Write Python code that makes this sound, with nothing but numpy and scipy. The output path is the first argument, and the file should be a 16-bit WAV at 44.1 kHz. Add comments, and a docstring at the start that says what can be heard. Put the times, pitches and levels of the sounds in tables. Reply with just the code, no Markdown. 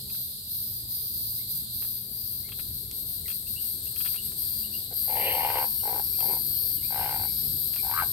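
"""A near cicada sings in syllables, then settles into a steady buzz over a far insect chorus.
A heron on the wooded summer lake shore gives five harsh, rattling croaks; bank and trees answer them.
A small bird chirps, fishing tackle ticks near the microphone, and traffic and engines rumble far off.
Tymbal clicks ring the cicada's abdomen, and slaps of the syrinx ring the heron's throat, bill and chest.
Chirps are gliding tones, ticks are short noise bursts, the distance is shaped noise and wavering tones."""
import sys
import numpy as np
from scipy import signal
from scipy.fft import rfft, irfft, next_fast_len
from scipy.io import wavfile
from scipy.ndimage import uniform_filter1d, map_coordinates

SR = 44100
rng = np.random.default_rng(int(sys.argv[2]) if len(sys.argv) > 2 else 0)


def inscribe(sig):
    """Save sig as 16-bit PCM at rate SR to the path in sys.argv[1].

    A 1-D sig is mono; a 2-D sig holds one channel per row.
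    Samples are clipped to [-1, 1] before scaling.
    """
    pcm = np.round(np.clip(np.atleast_2d(sig).T, -1, 1) * 32767)
    wavfile.write(sys.argv[1], SR, pcm.astype(np.int16))


N = 358091

# The heron's croaks, the first a mere tick of voice; levels are before the resonances: start_s, length_s,
# level_db, crest (share of length), swell_db, slaps_per_s at rest, slaps_per_s at the crest, second_slap (0-1),
# chest_hz, rasp_db, chest_db
HERON_CROAKS = [(4.91, 0.019, -43, .5, 1.5, 92, 58, 0.25, 451, -16, -2),
                (5.08, 0.57, -28.8, .64, 6, 67, 75, 0.22, 505, -12.5, -17.5),
                (5.832, .18, -37.5, 0.63, 2.5, 47, 61.5, 0.55, 440, -19.5, -11.5),
                (6.188, .19, -38.5, 0.6, 5.5, 46, 86, 0.56, 421, -15.5, -11),
                (6.905, .36, -34.7, .38, 8, 55, 62, 0.37, 483, -10.5, -15),
                (7.832, .21, -30, 0.85, 14.5, 57, 90, 0.21, 480, -15.5, -30)]


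def amp(db):
    """Decibels to amplitude."""
    return 10 ** (np.asarray(db) / 20)


def unit(x):
    """x at rms 1."""
    return x / np.sqrt(np.mean(x ** 2) + 1e-20)


def along(points, hz):
    """(Hz, value) points read on a log frequency axis."""
    f, v = np.transpose(points)
    return np.interp(np.log(hz + 1), np.log(f + 1), v)


def curves(rows):
    """One value per sample for each column after the time."""
    s, *cols = np.transpose(rows)
    return [np.interp(np.arange(N) / SR, s, c) for c in cols]


def wobble(rate):
    """A smooth random curve, rate knots a second."""
    coarse = np.linspace(0, N, N // 16)
    knots = rng.standard_normal(int(N * rate / SR) + 4)
    return np.interp(np.arange(N), coarse, map_coordinates(knots, [coarse * rate / SR]))


def gate(s, length, attack, release):
    """1 for length seconds from s, with a ramp before and after."""
    return np.interp(np.arange(N) / SR, [s - attack, s, s + length, s + length + release], [0, 1, 1, 0])


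def filtered(x, response):
    """x times a response of frequency."""
    m = next_fast_len(N + SR // 2)
    return irfft(rfft(x, m) * response(np.fft.rfftfreq(m, 1 / SR)), m)[..., :N]


def resonate(x, hz, width_hz, order=2):
    """A resonance of cascaded stages, each width_hz wide, whose centre may move; flat noise keeps its power."""
    turn = np.exp(2j * np.pi * np.cumsum(hz * np.ones(N)) / SR)
    pole = np.exp(-np.pi * width_hz / SR)
    ring = x / turn  # the centre shifted down to 0 Hz
    for stage in range(order):
        ring = signal.lfilter([1 - pole], [1, -pole], ring)
    kept = (1 - pole) * np.prod([1 - .5 / k for k in range(1, order)]) / 4
    return (ring * turn).real / np.sqrt(kept)


def pulses(rate, jitter, scatter_db):
    """Times (samples) and sizes of pulses at a changing rate; jitter is a share of the cycle."""
    cycles = np.cumsum(rate) / SR
    count = np.arange(int(cycles[-1]) + 1)
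    chance = rng.standard_normal((N // 64, 2))[:len(count)]
    at = np.interp(count + jitter * chance[:, 0], cycles, np.arange(len(rate)))
    return at, amp(scatter_db * chance[:, 1])


def train(at, size):
    """Impulses placed between samples by a windowed sinc."""
    taps = at.astype(int)[:, None] + np.arange(-7, 9)
    off = taps - at[:, None]
    shape = np.sinc(off) * np.cos(np.pi * off / 16) ** 2
    return np.bincount(np.clip(taps, 0, N - 1).ravel(), (size[:, None] * shape).ravel(), N)


def puffs(clicks, life):
    """A burst of noise after each click, its energy set by the click, dying in life seconds."""
    pole = np.exp(-2 / (life * SR))
    energy = signal.lfilter([1 - pole], [1, -pole], clicks ** 2)
    return np.sqrt(energy) * rng.standard_normal(N)


def place(x, pan_db):
    """Left louder than right by pan_db."""
    return x * amp(np.reshape([pan_db / 2, -pan_db / 2], (2, -1)))


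def add(track, s, sound):
    """Mix a sound in from time s."""
    part = track[..., round(s * SR):][..., :sound.shape[-1]]
    part += sound[..., :part.shape[-1]]


def rush(spectrum, patchy_db):
    """Stereo noise of rms 1 with patches of random gain."""
    # Likeness of left and right: freq_hz, likeness (0-1)
    likeness = [(30, 0.75), (120, 1), (300, 0.28), (1000, 0), (4000, 0), (15000, 0)]
    z = signal.stft(rng.standard_normal((2, N)), nperseg=512)[2]
    field = uniform_filter1d(rng.standard_normal(z.shape[1:]), size=6, axis=0)
    field = uniform_filter1d(field, size=14, axis=1)
    pair = signal.istft(z * amp(patchy_db * unit(field)), nperseg=512)[1][:, :N]
    turn = lambda hz: np.arccos(np.clip(along(likeness, hz), -1, 1)) / 2
    mid, side = filtered(pair, lambda hz: amp(along(spectrum, hz)) * [np.cos(turn(hz)), np.sin(turn(hz))])
    return unit(np.array([mid + side, mid - side]))


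def cicada(stagger=0.03, rib_life=0.0047, rough_early=0.7, rough_settled=0.8, loose_life=0.0019,
           leaves_db=-2, ear_lag=0.000347, direct=0.39):
    """Two tymbals buckle in turn; each buckling is a quick run of rib clicks that rings the abdomen."""
    # Relative resonance of the abdomen when clicking fast: freq_hz, level_db
    fast_body = [(2500, -52), (3400, -23.5), (4000, -8), (4700, -16), (5050, -7), (5400, -33), (5900, -18),
                 (7200, -34), (8400, -14), (9500, -7), (10600, -15), (11600, -8.5), (12700, 3.5),
                 (13600, 1), (14400, -10), (15000, -13), (15700, -19)]
    # Relative resonance of the abdomen in the steady buzz: freq_hz, level_db
    settled_body = [(2500, -38.5), (3400, -30.5), (4000, -19.5), (4600, -12), (4950, -22), (5300, -24),
                    (5900, -32), (7200, -30.5), (8400, -11.5), (9200, -11.5), (10400, -25.5), (11300, -11),
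                    (12400, -0.5), (13100, -1.5), (14100, -16), (15700, -14.5)]
    # Place in the stereo picture: time_s, left_over_right_db
    pan_track = [(0.0, 0.5), (0.16, 1.5), (1.79, 1), (2.03, 6.5), (8.12, 8)]
    level_db, rate, lift_hz, settled = song_controls()
    pan_db, = curves(pan_track)
    taut = np.clip((rate - 305) / 30, 0, 1)  # faster clicking shifts the abdomen towards its fast resonances
    rate = rate * (1 + 0.001015 * wobble(9))
    at, size = pulses(rate, jitter=0.0021, scatter_db=1)
    at[::2] += stagger * SR / rate.mean()  # uneven turns give lines at half the click rate
    sides = [train(at[k::2], size[k::2]) for k in range(2)]

    # three paths: the direct one, and one through the foliage to each ear
    t = np.arange(SR // 100) / SR
    ribs = lambda: rng.standard_normal((3, len(t))) * np.exp(-t / rib_life)
    clean = unit(sum(signal.fftconvolve(side[None], ribs(), axes=1)[:, :N] for side in sides))
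    loose = np.array([unit(puffs(sum(sides), loose_life)) for path in range(3)])
    loose = unit(loose + amp(leaves_db) * rng.standard_normal((3, N)))  # leaves scatter sound into the gaps
    # the loose part is slightly weaker around 9 kHz
    loose = filtered(loose, lambda hz: amp(along([(5500, -1.0), (9000, -1.8), (12000, -0.38)], hz)))
    rough = np.clip(rough_early + (rough_settled - rough_early) * settled, 0, 1)
    paths = np.sqrt(1 - rough) * clean + np.sqrt(rough) * loose
    lagged = filtered(paths[0], lambda hz: np.exp(-2j * np.pi * hz * ear_lag))
    straight = np.array([paths[0], lagged])
    drive = unit(direct * straight + (1 - direct) * paths[1:])

    song = taut * abdomen(drive, fast_body, lift_hz) + (1 - taut) * abdomen(drive, settled_body, lift_hz)
    song = song + partials(rate, settled)
    return place(amp(level_db + 1.53) * song, pan_db)


def song_controls():
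    """Each syllable tenses the tymbal muscles: louder, faster and higher; the rate sinks as the song settles."""
    # Syllables, the last three being the steady buzz; level before the final trim:
    # start_s, length_s, level_db, resonance_lift_hz
    syllables = [(0.129, 0.11, -34, 250), (0.511, 0.27, -34, 246), (.91, .2, -33, 200),
                 (1.14, .25, -32.5, 152), (1.509, .06, -30.5, 50), (1.741, 0.23, -33, 0),
                 (2.137, .26, -35.5, 150), (2.579, .1, -36, -50), (2.741, .05, -36, 350),
                 (2.966, .03, -34, -300), (3.086, 0.071, -34, 200), (3.29, .065, -32, 100),
                 (3.497, .03, -32.5, 100), (3.62, .12, -31.5, 200), (3.854, .025, -34.5, 0),
                 (3.991, .14, -30.5, 250), (4.254, .025, -33, 100), (4.395, 0.22, -31.5, 200),
                 (4.748, 0.028, -33, 100), (4.972, 1.78, -31, 52), (6.18, .17, -29.5, 50),
                 (6.838, 1.28, -32, -2)]
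    # Click rate under full effort, slowing as the song settles: time_s, clicks_per_s
    click_rate = [(.1, 340), (.5, 333), (.9, 330), (1.5, 327), (2.3, 325), (3, 317), (3.6, 316),
                  (3.75, 308), (4, 312), (4.12, 305), (4.38, 310), (4.47, 305), (4.95, 306.5), (5.12, 302),
                  (5.4, 304.5), (5.55, 301.5), (6.3, 306.4), (6.75, 306.6), (7.15, 305.2), (7.35, 307.2),
                  (7.9, 305.2), (8.12, 306)]
    attack_s, release_s = .055, .1  # muscles tense before a syllable and slacken after it
    idle_db = -42  # the buzz that goes on between syllables, before the final trim
    slack_clicks_per_s, slack_drop_hz = 8, 200  # click rate and resonance lost when slack
    settle_s, unsteady_db, drift_hz = 4.97, .9, 130  # time to settle; random spread of level and resonance
    gates = np.array([gate(row[0], row[1], attack_s, release_s) for row in syllables])
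    s, length, db, lift_hz = np.transpose(syllables)
    effort = gates.max(axis=0)
    progress = np.clip(np.arange(N) / SR / settle_s, 0, 1)
    level_db = idle_db + np.max(gates * (db - idle_db)[:, None], axis=0)
    level_db = level_db + unsteady_db * (1 - progress / 2) * wobble(14)
    lift_hz = lift_hz @ gates - slack_drop_hz * (1 - effort) + drift_hz * wobble(12)
    rate = curves(click_rate)[0] - slack_clicks_per_s * (1 - effort)
    return level_db, rate, lift_hz, progress ** 2


def abdomen(drive, spectrum, lift_hz):
    """The cicada's resonances, all stretched in pitch as the main one is lifted."""
    main_hz = 12700
    hz, t, z = signal.stft(drive, SR, nperseg=512)
    stretch = 1 + np.interp(t * SR, np.arange(N), lift_hz) / main_hz
    ringing = z * amp(along(spectrum, hz[:, None] / stretch))
    return unit(signal.istft(ringing, SR, nperseg=512)[1][:, :N])


def partials(rate, settled):
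    """Tones at multiples of one tymbal's rate; the high ones grow in as the song settles."""
    # Turn-taking of the tymbals, from even (0) to limping (1): time_s, limp_share
    limp_track = [(.7, 0.015), (.85, 0.86), (6.78, 0.99), (6.86, 0)]
    # Relative resonance over the low partials: freq_hz, level_db
    low_body = [(3600, -42), (3990, -27), (4140, -29), (4440, -21.5), (4600, -22.5), (4750, -18),
                (4900, -30), (5050, -34), (5210, -26.5), (5330, -30), (5500, -41), (5650, -34), (5900, -46)]
    # High partials, relative level: multiple of one tymbal's rate, limping_db, even_turns_db
    high_partials = [(54, -28, -34), (55, -38, -25), (56, -28, -29), (58, -26, -29), (60, -22, -31),
                     (75, -27, -19), (77, -18, -20), (78, -21, -13), (79, -20, -24), (81, -8, -13),
                     (82, -22, -14), (83, -13, -24), (84, -20, -13), (86, -20, -21), (87, -21, -20),
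                     (94, -23, -31)]
    weak_partial_db = -12.5  # limping favours odd multiples, even turns favour even ones
    flutter, blur_per_partial = .006, .009  # phase spread per multiple (radians): tymbals, moving leaves
    ear_wander = .6  # slow phase spread at each ear, opposite ways (radians)
    shimmer_db = 2.8  # slow drift of each partial
    early_ring_db = -7  # the low partials are weaker before the song settles
    limp = np.clip(curves(limp_track)[0], 0, 1)
    phase = np.pi * np.cumsum(rate) / SR  # one tymbal clicks at half the rate

    def tone(k, db):
        """One partial with unsteady level and phase."""
        blur = k * (flutter * wobble(25) + blur_per_partial * wobble(110))
        ears = ear_wander * wobble(4) * np.array([[1], [-1]])
        return amp(db + shimmer_db * wobble(5)) * np.sqrt(2) * np.sin(k * phase + blur + ears)

    weak = lambda k: 1 - limp if k % 2 else limp
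    low = sum(tone(k, along(low_body, k * rate / 2) + weak_partial_db * weak(k)) for k in range(26, 38))
    high = sum(tone(k, even + (limping - even) * limp) for k, limping, even in high_partials)
    return amp(1 + early_ring_db * (1 - settled ** 2)) * low + settled ** 6 * high


def cicada_whine():
    """A narrow, high whine of the near cicada, as ringing noise, swells and fades early on."""
    # The whine: time_s, level_db
    whine_level = [(0, -62), (.15, -50), (.4, -62), (1.0, -46), (1.5, -55), (2.25, -50), (2.7, -64),
                   (3.2, -90)]
    return amp(curves(whine_level)[0]) * resonate(rng.standard_normal((2, N)), 4755, 46)


def heron(puff_life=0.012, rasp_life=0.0087, throat_width_hz=380, skirt_width_hz=900, skirt_db=2,
          rasp_slap_db=-4):
    """Slow slaps of the syrinx ring throat, bill and chest; pushed hard they break up into a rasp."""
    # Bill, then lower and upper rasp resonance: centre_hz, width_hz of each stage
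    bill_and_rasps = [(1560, 200), (2200, 820), (2830, 580)]
    # The throat resonance moves and the bill rings as it opens: time_s, throat_hz, bill_db
    throat_track = [(4.93, 680, -18), (5.08, 773, -27), (5.36, 820, -31), (5.46, 852, -25),
                    (5.52, 890, -15), (5.64, 890, -16), (5.85, 830, -21), (5.98, 870, -16.5),
                    (6.2, 820, -22), (6.35, 860, -23), (6.92, 806, -11.5), (7.1, 848, -12),
                    (7.25, 808, -14.5), (7.85, 818, -16), (7.915, 896, -16), (7.943, 1078, -5),
                    (7.975, 1220, -4.5), (8.008, 1230, -4), (8.024, 890, -8), (8.04, 735, -5)]
    clean_air = .07  # share of air in a clean slap
    chest_width_hz = 210
    rasp_floor_db = -14  # the upper rasp is all but shut in a soft croak
    sounding, level_db, chest_hz, rasp_db, chest_db, rate, rough = croak_controls()
    throat_hz, bill_db = curves(throat_track)
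    slaps = syrinx(rate)

    def air(life):
        """Puffs after the slaps, giving way to a steady rush when hoarse."""
        return np.sqrt(1 - rough) * puffs(slaps, life) + np.sqrt(rough) * sounding * rng.standard_normal(N)

    share = clean_air + (1 - clean_air) * rough
    drive = np.sqrt(1 - share) * slaps + np.sqrt(share) * air(puff_life)
    bill, low_rasp, high_rasp = bill_and_rasps
    # an open bill widens the throat resonance
    skirt = amp(np.minimum(bill_db + skirt_db, -10)) * resonate(air(puff_life), throat_hz, skirt_width_hz)
    throat = resonate(drive, throat_hz, throat_width_hz, order=4) + skirt
    throat_tone = [(400, -6.5), (620, -9), (720, 0.0), (1000, -1.5), (1650, 1), (1900, 0)]
    throat = filtered(throat, lambda hz: amp(along(throat_tone, hz)))
    beak = amp(bill_db) * resonate(drive, *bill, order=3)
    boom = amp(chest_db) * resonate(drive, chest_hz, chest_width_hz)

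    # the rasp brightens as it grows louder
    bright_db = np.clip(0.9 * (level_db + rasp_db + 41), rasp_floor_db, 0)
    scratch = lambda: air(rasp_life) + amp(rasp_slap_db) * np.sqrt(1 - rough) * slaps
    rasp = resonate(scratch(), *low_rasp) + amp(bright_db) * resonate(scratch(), *high_rasp)
    rasp_tone = [(1350, -11), (1750, 0.5), (2400, 1.5), (3100, 2.5), (3700, 3)]
    rasp = filtered(rasp, lambda hz: amp(along(rasp_tone, hz)))
    return amp(level_db) * (place(throat + beak + boom, 3.5) + place(amp(rasp_db - 0.7) * rasp, -.3))


def croak_controls():
    """Effort rises to a crest and falls in each croak, making it louder and faster."""
    # The first three full croaks crack when pushed: time_s, hoarseness (0-1)
    cracks = [(5.08, 0.4), (5.14, 0.43), (5.2, 0.76), (5.28, 0.97), (5.335, 0.68), (5.39, 0.28),
              (5.46, 0.25), (5.52, 0.3), (5.585, 0.55), (5.62, 0.2), (5.92, .1), (5.945, 0.4), (5.97, .1),
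              (6.25, 0.09), (6.29, .5), (6.34, 0.3), (6.38, 0)]
    edge_s = .005  # onset and cut-off of a croak's air
    onset_s, onset_db = 0.027, 5  # a croak takes a moment to catch, and starts this much weaker
    fade = 2.2  # effort lost per croak length after the crest
    loss_db, crack_rasp_db, crack_chest_db = 5.5, 15, 17  # hoarseness costs voice, adds rasp and chest
    rasp_sag_db = 4  # rasp lost at no effort
    clean_rough = .03  # roughness of an unbroken croak (0-1)
    t = np.arange(N) / SR
    starts = np.array(HERON_CROAKS)[:, 0]
    latest = np.maximum(np.searchsorted(starts - edge_s, t) - 1, 0)
    rows = np.array(HERON_CROAKS)[latest].T
    s, length, db, crest, swell_db, slow, fast, second_slap, chest_hz, rasp_db, chest_db = rows
    u, crest = (t - s) / length, np.clip(crest, .05, .95)
    effort = np.clip(np.minimum(u / crest, 1 - fade * (u - crest)), 0, 1)
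    sounding = sum(gate(row[0], row[1], edge_s, edge_s) for row in HERON_CROAKS)
    hoarse = np.clip(np.interp(t, *np.transpose(cracks), left=0, right=0), 0, 1)
    catching = np.clip(1 - (t - s) / onset_s, 0, 1)
    level_db = db - swell_db * (1 - effort) - onset_db * catching - loss_db * hoarse
    rasp_db = rasp_db + crack_rasp_db * hoarse ** 2 - rasp_sag_db * (1 - effort) ** 2
    chest_db = chest_db + crack_chest_db * hoarse
    rate = slow + (fast - slow) * effort
    rough = clean_rough + (1 - clean_rough) * hoarse ** 2
    return sounding, level_db, chest_hz, rasp_db, chest_db, rate, rough


def syrinx(rate):
    """A nearly even run of slaps from the start of each croak, each followed by a weaker second slap."""
    second_delay_s = 0.00478  # mean delay of the second slap
    slaps = np.zeros(N)
    for s, length, db, crest, swell_db, slow, fast, second_slap, *colour in HERON_CROAKS:
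        start = round(s * SR)
        at, size = pulses(rate[start:start + round(length * SR)], jitter=.05, scatter_db=1.7)
        late = second_delay_s * SR * rng.uniform(.75, 1.25, size=128)[:len(at)]
        pair = train(start + at, size) + train(start + at + late, second_slap * size)
        slaps += pair / np.hypot(1, second_slap)
    return slaps * np.sqrt(SR / rate)  # equal power at any rate


def small_bird():
    """Short gliding notes with a rough burr."""
    # Notes, level before trims: start_s, length_s, start_hz, end_hz, level_db
    notes = [(1.377, 0.064, 1940, 2420, -69), (2.427, 0.074, 2003, 2320, -63),
             (3.252, 0.023, 2160, 1810, -53), (3.463, 0.026, 2650, 2790, -58),
             (3.555, 0.052, 2680, 3080, -51.5), (3.855, .03, 2740, 2904, -60),
             (4.169, 0.034, 2777, 2940, -50), (4.629, 0.042, 2830, 2935, -54.5),
             (4.722, 0.058, 2600, 3060, -51.5), (5.792, 0.035, 2880, 2995, -55.5),
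             (6.125, 0.042, 2150, 2643, -60), (6.53, .045, 3160, 2950, -61),
             (6.765, 0.049, 3107, 2820, -58), (6.813, 0.067, 2028, 2652, -59),
             (7.261, 0.051, 2100, 2440, -58), (7.779, 0.041, 2270, 2420, -51)]
    burr_share, flutter_db = .024, 3.5  # random spread of pitch (share) and level
    out, burr, flutter = np.zeros(N), wobble(420), wobble(260)
    for s, length, start_hz, end_hz, db in notes:
        u = np.linspace(0, 1, int(length * SR))
        glide_hz = start_hz + (end_hz - start_hz) * u
        hz = glide_hz * (1 + burr_share * burr[round(s * SR):][:len(u)])
        add(out, s, amp(db + 6.5) * np.sin(np.pi * u) * np.sin(2 * np.pi * np.cumsum(hz) / SR))
    return place(out * amp(flutter_db * flutter), 2.2)


def tackle(life=0.0085, snap_life=0.0014):
    """Each tick is a brief scrape with a ring, knock and snap; the one at 2.913 s is nearly all broadband snap."""
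    # Ticks (at 2.913 s a bare snap, not tackle), level before trims, knock and snap relative to it:
    # start_s, level_db, low_knock_db, bright_snap_db
    ticks = [(0.099, -35, -19, -13), (0.146, -44.5, -2, -16), (1.8215, -38.5, -1.5, -15),
             (1.848, -40.5, -6, -9), (2.487, -39, -5, -11), (2.5195, -25.5, -33, -24),
             (2.592, -29, -10, -22), (2.913, -42, -20, 6.5), (3.2797, -28, -18, -10),
             (3.301, -28.5, -19, -13), (3.315, -32, -26, -6), (3.961, -28.5, -36, -11),
             (4.0042, -26, -18, -22), (4.0485, -28, -13, -22), (4.0593, -24, -13, -19),
             (4.0746, -27, -25, -29), (4.142, -37.5, -3, -8), (4.1582, -32, -12, -20), (4.318, -48, 1, -3),
             (6.2037, -30, -11, -8), (7.7365, -32, -11, -14), (7.76, -30, -3.5, -9), (7.9127, -37, 3, -24)]
    # Resonances of the ring: centre_hz, width_hz of each stage, level_db
    ring_modes = [(1290, 280, -14.5), (1740, 230, -14), (2720, 470, -0.5), (3230, 290, 1)]
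    rub, knock, snap = np.zeros((3, N))
    t = np.arange(SR // 10) / SR
    scrape = lambda life: rng.standard_normal(len(t)) * np.exp(-t / life)
    for s, db, knock_db, snap_db in ticks:
        add(rub, s, amp(db - 17.0) * scrape(life))
        add(knock, s, amp(db + knock_db - 2.5) * scrape(life))
        add(snap, s, amp(db + snap_db + 4.5) * scrape(snap_life))
    ring = sum(amp(db) * resonate(rub, hz, width) for hz, width, db in ring_modes)
    knock_tone = [(150, -17), (400, -2.5), (1500, 4.5), (3500, -1), (6000, -24)]
    snap_tone = [(1000, -16), (3000, -1.0), (8000, 4.0), (15000, 2)]
    low = filtered(knock, lambda hz: amp(along(knock_tone, hz)))
    high = filtered(snap, lambda hz: amp(along(snap_tone, hz)))
    return place(ring + low + high, 5.0)


def shore(x, decay):
    """A diffuse answer, different at each ear, each frequency dying at its own rate."""
    hz, t, z = signal.stft(rng.standard_normal((2, SR)), SR, nperseg=256)
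    dying = z * amp(-60 * t / along(decay, hz)[:, None])
    tail = signal.istft(dying, SR, nperseg=256)[1]
    return signal.fftconvolve(x, tail / np.linalg.norm(tail[0]), axes=1)[:, :N]


def background():
    """Far insects in the trees, and a road, engines and machinery beyond: shaped noise and wavering tones."""
    # Relative spectrum of the insect chorus: freq_hz, level_db
    chorus_spectrum = [(2200, -33.5), (3000, -15.5), (3600, -2.5), (4100, 4), (4700, 1.5), (5100, -4),
                       (5700, -17), (7200, -11), (8300, -2), (10500, -2), (12500, -0.5), (14500, -13),
                       (15700, -15.5)]
    # Far insects, before the trim: time_s, level_db
    chorus_level = [(0, -45), (1.0, -48), (1.7, -45.5), (2.1, -50), (2.5, -48.5), (3.6, -47.5),
                    (4.3, -44.5), (5.3, -48), (6.5, -48.5), (7.2, -45.5), (8.12, -45.5)]
    # A farther insect joins in: time_s, level_db
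    neighbour_level = [(0, -66), (2.85, -59), (3.0, -52), (3.6, -45), (4.6, -46.5), (5.1, -61),
                       (8.12, -45.5)]
    # Relative spectrum of the road: freq_hz, level_db
    road_spectrum = [(13, -40), (25, -16), (48, -0.5), (100, -1), (214, -11.5), (242, -14.5), (301, -11.5),
                     (346, -16.5), (423, -12.5), (458, -21), (769, -25), (885, -29.5), (1550, -34),
                     (2400, -37), (2600, -41), (3380, -39), (5720, -120)]
    # Far machinery, before the trim: freq_hz, level_db
    hums = [(212, -61), (428, -73)]
    # A far engine: time_s, pitch_hz, level_db
    engine_track = [(0, 126.8, -52.5), (.4, 125.1, -52), (1.3, 115, -53), (2.8, 121.9, -50.5),
                    (3.5, 124, -59), (4.6, 128, -60), (5.8, 135.1, -54.5), (6.8, 148, -52),
                    (7.4, 150.1, -53), (8.12, 131, -54)]
    # Its orders: multiple of the pitch, relative level_db
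    engine_orders = [(1, 0.5), (1.5, -8.5), (2, -15)]
    # A second, deeper engine: time_s, pitch_hz, level_db
    drone_track = [(0, 97, -57), (1.4, 84.9, -58), (3, 89, -59), (4.4, 92.95, -53.5), (5.4, 96.95, -52),
                   (6, 96.9, -55.5), (7.25, 97.93, -47), (7.5, 97.9, -62)]
    chorus_db, = curves(chorus_level)
    traffic_db = -48.5 + 0.72 * np.arange(N) / SR  # the road grows slowly louder
    chorus = amp(chorus_db + 4.8 + 0.4 * wobble(12)) * rush(chorus_spectrum, patchy_db=1.5)
    neighbour = amp(curves(neighbour_level)[0]) * resonate(rng.standard_normal((2, N)), 8610, 770)
    road = amp(traffic_db - 2.5) * rush(road_spectrum, patchy_db=2.0)
    hum = sum(amp(db - 1) * resonate(rng.standard_normal(N), hz, 6.9) for hz, db in hums)
    insects = place(chorus, 0.78) + place(neighbour, 6.2)
    return insects + road + engine(engine_track, engine_orders) + engine(drone_track, [(1, 0)]) + hum


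def engine(rows, orders):
    """A far engine's orders, multiples of one moving pitch, each fading in and out on its way."""
    hz, db = curves(rows)
    phase = 2 * np.pi * np.cumsum(hz) / SR
    order = lambda k, order_db: amp(db + order_db + 2.8 * wobble(4)) * np.sin(k * phase + .5 * wobble(7))
    return sum(order(k, order_db) for k, order_db in orders)


def scene():
    """Birds and tackle with their echoes, amid the insects."""
    # Echo of the water and near bank: freq_hz, t60_s
    bank_decay = [(200, .02), (1000, 0.18), (14000, 0.0085)]
    # Answer from the trees: freq_hz, t60_s
    trees_decay = [(200, 0.27), (1000, 0.68), (4000, 0.25), (14000, 0.05)]
    heron_lag_s = 0.0001  # the croaks reach the right ear first
    chirps = small_bird()
    croaks = filtered(heron(), lambda hz: np.exp(-2j * np.pi * hz * [[heron_lag_s], [0]]))
    calls = croaks + amp(-2.0) * chirps + amp(0.5) * tackle()
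    near = amp(-14) * shore(calls, bank_decay)
    far = shore(amp(-27) * calls + amp(-11.5) * chirps, trees_decay)  # extra answer for the chirps
    return calls + near + far + cicada() + cicada_whine() + background()


def record(dry):
    """The recorder keeps nothing above its band limit."""
    top_hz = 15780
    return filtered(dry, lambda hz: hz < top_hz)


dry = scene()
out = record(dry)
inscribe(out)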